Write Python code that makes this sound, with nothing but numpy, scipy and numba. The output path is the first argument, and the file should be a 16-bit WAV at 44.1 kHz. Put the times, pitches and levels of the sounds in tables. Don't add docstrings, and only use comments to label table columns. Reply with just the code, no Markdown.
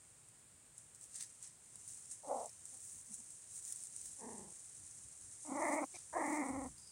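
import sys
import numpy as np
from scipy import signal
from scipy.fft import rfft, irfft
from scipy.io import wavfile
from scipy.ndimage import uniform_filter1d
from numba import njit

SR = 44100
rng = np.random.default_rng(int(sys.argv[2]) if len(sys.argv) > 2 else 0)


def generate_wav(sig):
    pcm = np.round(np.clip(np.atleast_2d(sig).T, -1, 1) * 32767).astype(np.int16)
    wavfile.write(sys.argv[1], SR, pcm)


def invert_db(level):
    return 10 ** (np.asarray(level, dtype=float) / 20)


N = 304936
TIME = np.arange(N) / SR


def unit(x):
    return x / np.sqrt(np.mean(x ** 2))


def shape(x, points):
    hz, db = np.transpose(points)
    f = np.maximum(np.arange(len(x) // 2 + 1) * SR / len(x), 1)
    gain_db = np.interp(np.log(f), np.log(hz), db, -120, -120)
    return irfft(rfft(x) * invert_db(gain_db), len(x))


def walk(rate, size=N):
    k = max(int(SR / rate), 1)
    smooth = uniform_filter1d(rng.standard_normal(size), k)
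    return unit(uniform_filter1d(smooth, k))


def swell(s, db, rise_s, fall_s):
    before = (s - TIME) / max(rise_s, 1e-3)
    after = (TIME - s) / max(fall_s, 1e-3)
    return invert_db(db) ** 2 * np.exp(-2 * np.maximum(before, after))


@njit
def svf(x, hz, width):
    y, b, l = np.empty(len(x)), 0., 0.
    for i in range(len(x)):
        g, k = np.tan(np.pi * hz[i] / SR), width / hz[i]
        v = (b + g * (x[i] - l)) / (1 + g * (g + k))
        b, l, y[i] = 2 * v - b, l + 2 * g * v, k * v
    return y


def choke(t, flaps, width_s):
    return sum(db * np.exp(-((t - s) / width_s) ** 2) for s, db in zip(*flaps))


POCKET_RATIO, POCKET_WIDTH_HZ = 0.766, 120


def voice(t, flaps, hz, low_db, throat_db, mouth_db, upper_db, upper_hz,
          throat_hz, mouth_hz, mouth_width_hz, slide, hoarse):
    size = len(t)
    dip_db = choke(t, flaps, 0.0064)
    flap_count = np.interp(t, flaps[0], np.arange(len(flaps[0])))
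    between = uniform_filter1d(flap_count % 1, size=400)
    sag = 1 - invert_db(-choke(t + 0.00096, flaps, .011))
    tremble = 0.048 * hoarse * walk(295, size=size)
    hz = hz * (1.06 - 0.2 * sag - slide * (between - .5) + tremble)
    phase = 2 * np.pi * np.cumsum(hz) / SR
    fundamental_db = low_db + 2.5 - dip_db + 6 * hoarse * walk(123, size=size)
    out = -np.sqrt(2) * invert_db(fundamental_db) * np.sin(phase)

    harmonics = sum(np.cos(k * phase) for k in range(2, 14))
    puffs = harmonics * invert_db(5 * hoarse * walk(260, size=size))
    breath = rng.standard_normal(size) * (1 + .5 * np.cos(phase))
    source = unit(puffs) + 2.4 * hoarse * unit(breath)
    resonances = ((throat_db - 0.024 * dip_db, throat_hz, 360, 1100),
                  (mouth_db - 0.025 * dip_db, mouth_hz, mouth_width_hz, 1550),
                  (upper_db - 0.1 * dip_db, upper_hz, 680, 2300))
    for db, centre_hz, width_hz, top_hz in resonances:
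        ring = signal.sosfilt(signal.butter(12, top_hz, fs=SR, output="sos"), source)
        for _ in range(3):
            ring = svf(ring, centre_hz + 0 * t, 1. * width_hz)
        out -= invert_db(db) * unit(ring)
    return out - svf(out, POCKET_RATIO * upper_hz + 0 * t, 1. * POCKET_WIDTH_HZ)


# time in seconds, base pitch in Hz, effort in dB,
# mouth opening from 0 to 1.
CALLS = [
    [(2.228, 289.2, -61.5, 0.44), (2.311, 283, -40.5, 0.36), (2.399, 240.5, -45, 0.36),
     (2.468, 225.3, -56, 0.23), (2.5, 221, -78.5, 0.22)],
    [(4.185, 250, -66, 0.43), (4.239, 248.4, -54.5, 0.44), (4.459, 198.8, -65.5, 0.26),
     (4.509, 186.8, -72, 0.02), (4.53, 190, -72, .1)],
    [(5.445, 294.4, -62, 0.17), (5.529, 272.5, -49.5, 0.08), (5.649, 337.4, -38.5, 0.61),
     (5.715, 286.5, -41, 0.63), (5.787, 309, -41.5, 0.76), (5.839, 292.5, -43.5, .1),
     (5.856, 276, -71.5, 0.67)],
    [(6.125, 330.4, -55, 0.64), (6.165, 343.6, -35, 0.09), (6.249, 289, -46.5, 0.87),
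     (6.359, 300.2, -45.5, 0.9), (6.417, 271, -47, 0.91), (6.485, 265.1, -50, 0.49),
     (6.611, 272.6, -49.5, 0.04), (6.651, 256, -51, .05), (6.69, 258, -65, 0)],
]
# throat resonance in Hz, mouth resonance in Hz, mouth width in Hz,
# pitch slide from flap to flap as a share.
CALLER_THROATS = [(604, 829, 380, 0.1463), (370.4, 886, 367, 0.2), (643, 896, 660, 0.035),
                  (576, 800, 640, 0.031)]
CALLER_HOARSENESS = [.75, .45, .52, .52]
# base level of the fundamental in dB,
# effort up to which it stays relaxed in dB, mouth level when shut in dB, mouth gain when wide open in dB,
# upper resonance level when shut in dB.
CALLER_BALANCES = [(-19, -43, -3.5, 2, -42), (2.5, -56, -5, 8, -18.5), (6, -50.5, -1.3, -1.5, -15.5),
                   (2, -46.5, -1, 5, -14.5)]
# start in Hz, middle in Hz, end in Hz.
UPPER_ARCHES = [(2000, 2100, 1900), (1680, 1830, 1950), (2340, 1990, 2330), (1650, 2094, 1950)]
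# nominal first flap in seconds,
# period in seconds, depth in dB before easing and scatter.
THROAT_FLAPS = [(2.265, 0.038, 16), (4.222, .0372, 20), (5.505, .0415, 14), (6.143, 0.042, 14.5)]
FLAP_JITTER_S, FLAP_SCATTER_DB = 0.0031, 3
FLAP_EASE = .45
OPEN_UPPER_DB = 14.5
STRAIN = 1.22
VOICING_S, VOICING_DB = 0.059, 20


def growls():
    out = np.zeros(N)
    callers = zip(CALLS, CALLER_THROATS, CALLER_HOARSENESS, CALLER_BALANCES, UPPER_ARCHES, THROAT_FLAPS)
    for call, throat, hoarse, balance, arch, (first, period, depth_db) in callers:
        s, *columns = np.transpose(call)
        on = (TIME > s[0]) & (TIME < s[-1])
        t = TIME[on]
        hz, effort_db, opening = (np.interp(t, s, c) for c in columns)
        low_db, relaxed_db, mouth_db, wide_db, upper_db = balance

        chance = rng.standard_normal(size=(20, 2))
        when = first + period * (np.arange(20) - 2) + FLAP_JITTER_S * chance[:, 0]
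        eased_db = depth_db * (1 - FLAP_EASE * np.interp(when, t, opening))
        depth = np.maximum(eased_db + FLAP_SCATTER_DB * chance[:, 1], 0)
        flaps = when, depth * (when > first - period / 2)

        part = np.linspace(-1, 1, len(t))
        end_hz = np.where(part < 0, arch[0], arch[2])
        upper_hz = arch[1] + (end_hz - arch[1]) * part ** 2
        strain_db = STRAIN * np.maximum(effort_db - relaxed_db, 0)
        breathy_db = VOICING_DB * np.maximum(1 - (t - s[0]) / VOICING_S, 0)
        low_db = effort_db + low_db - strain_db - breathy_db
        mouth_db = effort_db + mouth_db + wide_db * opening
        upper_db = effort_db + upper_db + OPEN_UPPER_DB * opening
        edge = np.clip(np.minimum(t - s[0], s[-1] - t) / 0.0019, 0, 1)
        out[on] += edge * voice(t, flaps, hz, low_db, effort_db, mouth_db, upper_db, upper_hz,
                                *throat, hoarse)
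    return out


# start in seconds, length in seconds, base pitch in Hz,
# base level of the fundamental in dB, base level of the resonances in dB.
SHORT_GRUNTS = [(2.724, 0.042, 256, -74.5, -73), (3.095, 0.0402, 219, -66.5, -86),
                (3.182, 0.031, 238.6, -68.5, -78), (5.938, 0.031, 363.5, -68, -59.5)]
GRUNT_BRIGHT_DB_PER_HZ = .17


def grunts():
    out = np.zeros(N)
    for s, length, hz, low_db, db in SHORT_GRUNTS:
        on = (TIME > s) & (TIME < s + length)
        part = (TIME[on] - s) / length
        upper_db = db - GRUNT_BRIGHT_DB_PER_HZ * (365 - hz)
        falling_hz = hz * (1 - 0.147 * part)
        no_flaps = ([0], [0])
        sound = voice(TIME[on], no_flaps, falling_hz, low_db, db, db, upper_db, upper_hz=2426,
                      throat_hz=625, mouth_hz=800, mouth_width_hz=440, slide=0, hoarse=0.46)
        out[on] += np.sin(np.pi * part) ** 0.16 * sound
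    return out


def crackle(per_s, spread_db, smooth):
    size_db = spread_db * np.minimum(rng.exponential(size=N), 4)
    clicks = (rng.random(N) < per_s / SR) * invert_db(size_db)
    burst = signal.lfilter([1], [1, -np.exp(-1 / (SR * 0.0013))], clicks)
    hiss = rng.standard_normal(N)
    return unit(hiss * (smooth + unit(burst))) * invert_db(1.23 * walk(26))


# frequency in Hz, relative level in dB.
BLADE_COLOUR = [(4700, -35.5), (5600, -13.5), (6500, -3), (8000, 2), (8900, 4), (9600, -0.5),
                (10800, -13.5), (12000, -28)]
# frequency in Hz, relative level in dB.
LEAF_COLOUR = [(700, -21), (1500, -13), (1850, -4.5), (2300, -9.5), (3400, -8.5), (3900, -3), (4500, -3),
               (5400, -1), (6500, -1.5)]
# time in seconds, level of the blades in dB.
SHUFFLING = [(0.0, -70), (.75, -84), (1.3, -59.5), (1.55, -68.5), (1.9, -56.5), (2.6, -63.5), (2.8, -56.5),
             (3.48, -60), (3.6, -55.5), (4.18, -54.5), (5.12, -57.5), (5.5, -52), (5.9, -56), (6.45, -54),
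             (6.74, -61.5), (6.91, -60.5)]
SHUFFLE_LEAF_DB, SHUFFLE_TOP_DB = -19, -34.5
# peak in seconds, peak level of the blades in dB,
# fall time in seconds, dry-leaf share in dB, fine top share in dB.
PAW_SCUFFS = [(0.785, -56, 0.05, -22, -35), (.955, -60, 0.018, -23.5, -20),
              (1.03, -55.5, 0.041, -20, -22.5), (1.157, -48.5, 0.0525, -14, -28),
              (1.208, -46, 0.025, -7.5, -21.5), (1.439, -52.5, .05, -11, -38.5), (1.9, -52, 0.1, -18, -23),
              (2.119, -45.5, 0.031, -21, -32), (2.377, -53.5, 0.18, -16, -26),
              (2.686, -50, 0.049, -20, -32), (2.867, -53.5, 0.2, -23.5, -20), (3.142, -47, 0.062, -24, -28),
              (3.313, -54, 0.062, -26, -31.5), (3.565, -51, 0.082, -20.5, -23),
              (3.68, -50.5, 0.092, -18, -20.5), (3.85, -51, .05, -20, -24), (3.968, -51, 0.058, -19, -29),
              (4.042, -52, 0.045, -15.5, -18), (5.693, -51, 0.14, -16, -20), (5.957, -63, 0.0477, 1.5, -33),
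              (6.314, -52, 0.15, -17, -19)]
SCUFF_RISE = 0.46


def grass():
    shuffle = invert_db(np.interp(TIME, *np.transpose(SHUFFLING))) ** 2
    power = shuffle * invert_db(np.array([[0], [SHUFFLE_LEAF_DB], [SHUFFLE_TOP_DB]])) ** 2
    for s, db, fall_s, leaf_db, top_db in PAW_SCUFFS:
        shares = invert_db(np.array([[0], [leaf_db], [top_db]])) ** 2
        power = power + swell(s, db, SCUFF_RISE * fall_s, fall_s) * shares
    contact = crackle(per_s=800, spread_db=5.5, smooth=2.06)
    blades = unit(shape(contact, BLADE_COLOUR))
    leaves = unit(shape(contact, LEAF_COLOUR))
    top_colour = [(11000, -8), (12500, -12), (13500, 2), (14900, -7), (15800, 2.5), (16500, -38)]
    top = unit(shape(contact, top_colour))
    return np.sum(np.sqrt(power) * [blades, leaves, top], axis=0)


# time in seconds, level in dB before a 9 dB cut and the final
# filter, ring in Hz.
STALK_SNAPS = [(0.2867, -40, 9100), (0.7805, -31.5, 8140), (0.9484, -37, 7700), (1.012, -35, 8000),
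               (1.04, -34, 7760), (1.1575, -26.5, 7600), (1.2264, -27.5, 8340), (1.427, -30, 7740),
               (1.4754, -36, 8600), (1.757, -31.5, 8950), (1.878, -30.5, 8900), (1.946, -34, 8580),
               (2.459, -28, 7680), (2.4942, -31, 5500), (2.655, -29, 8200), (3.1188, -36, 9020),
               (3.1423, -27.5, 9260), (3.3053, -30.5, 8450), (3.651, -26, 7200), (3.7241, -19.5, 9820),
               (3.761, -30.5, 7970), (3.8371, -26.5, 9280), (3.8474, -36, 8600), (3.8544, -35, 9290),
               (3.9647, -30, 8300), (4.0144, -30, 8600), (4.0592, -28, 6800), (4.3817, -33, 8400),
               (5.625, -29, 6700), (5.958, -28.5, 5900), (5.989, -35.5, 8810), (6.4861, -31.5, 9060),
               (6.782, -33, 4780)]
CRUNCH_DB = -13


def snaps():
    out = np.zeros(N + 2000)
    t = np.arange(2000) / SR - .005
    after = np.maximum(t, 0)
    noises = rng.standard_normal((len(STALK_SNAPS), 2000))
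    for (s, db, hz), noise in zip(STALK_SNAPS, noises):
        tick = (t >= 0) * np.sin(2 * np.pi * hz * t) * np.exp(-after / 0.00071)
        crunch = noise * np.exp(np.minimum(t, 0) / 0.0013 - after / 0.0084)
        start = int((s + t[0]) * SR)
        out[start:start + 2000] += invert_db(db - 9.0) * (tick + invert_db(CRUNCH_DB) * crunch)
    return shape(out[:N], [(1200, -25), (3500, -14.5), (6500, 1.0), (9000, 7.0), (12000, -11.5), (16000, -17)])


SNIFF_S, SNIFF_DB = 6.785, -69
SNIFF_ATTACK_S, SNIFF_SWELL_DB_PER_S = .021, 17


def sniff():
    since = TIME - SNIFF_S
    db = SNIFF_DB + np.minimum(25 * since / SNIFF_ATTACK_S, SNIFF_SWELL_DB_PER_S * since)
    whistle = shape(rng.standard_normal(N), [(4000, -38), (4700, 7.5), (5000, 7), (5400, 1.0), (6000, -40)])
    return invert_db(db + 2 * walk(90)) * unit(whistle)


# frequency in Hz, relative level in dB.
HISS_COLOUR = [(20, -19), (60, -6.5), (105, 3), (220, -7.5), (700, -12), (2200, -14.5), (3700, -17.5),
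               (5900, -17), (7300, -5.5), (8800, -1), (9600, -7), (11000, -24.5), (16000, -26)]
HISS_DB = -64
BREEZE_START_DB, BREEZE_RISE_DB_PER_S = -87.5, 1.43
# peak in seconds, peak level in dB before random wavering,
# rise and fall time in seconds.
BREEZE_GUSTS = [(3.05, -80, .25), (4.425, -69.5, 0.15), (4.795, -63, 0.08), (6.199, -70, 0.32),
                (6.628, -60.5, 0.086)]


def air():
    steady = invert_db(BREEZE_START_DB + BREEZE_RISE_DB_PER_S * TIME) ** 2
    breeze = steady + sum(swell(s, db, length, length) for s, db, length in BREEZE_GUSTS)
    low_colour = [(30, -18), (60, -2.5), (110, -4.5), (200, -12.0), (350, -17)]
    rumble = unit(shape(rng.standard_normal(N), low_colour))
    hiss = unit(shape(rng.standard_normal(N), HISS_COLOUR))
    return invert_db(HISS_DB) * hiss + np.sqrt(breeze) * invert_db(4.7 * walk(15)) * rumble


# frequency in Hz, side gain in dB.
SIDE_SPREAD = [(25, -18), (60, -26.5), (300, -18.5), (4400, -16), (8500, -32.5), (11000, -7.5),
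               (15000, 4.5)]


def scene():
    mid = growls() + grunts() + grass() + snaps() + sniff() + air()
    side = shape(air(), SIDE_SPREAD)
    return np.array([mid + side, mid - side])


def low_pass(x):
    return signal.sosfilt(signal.butter(12, 16470, fs=SR, output="sos"), x)


def record(dry):
    return low_pass(dry)


dry = scene()
out = record(dry)
generate_wav(out)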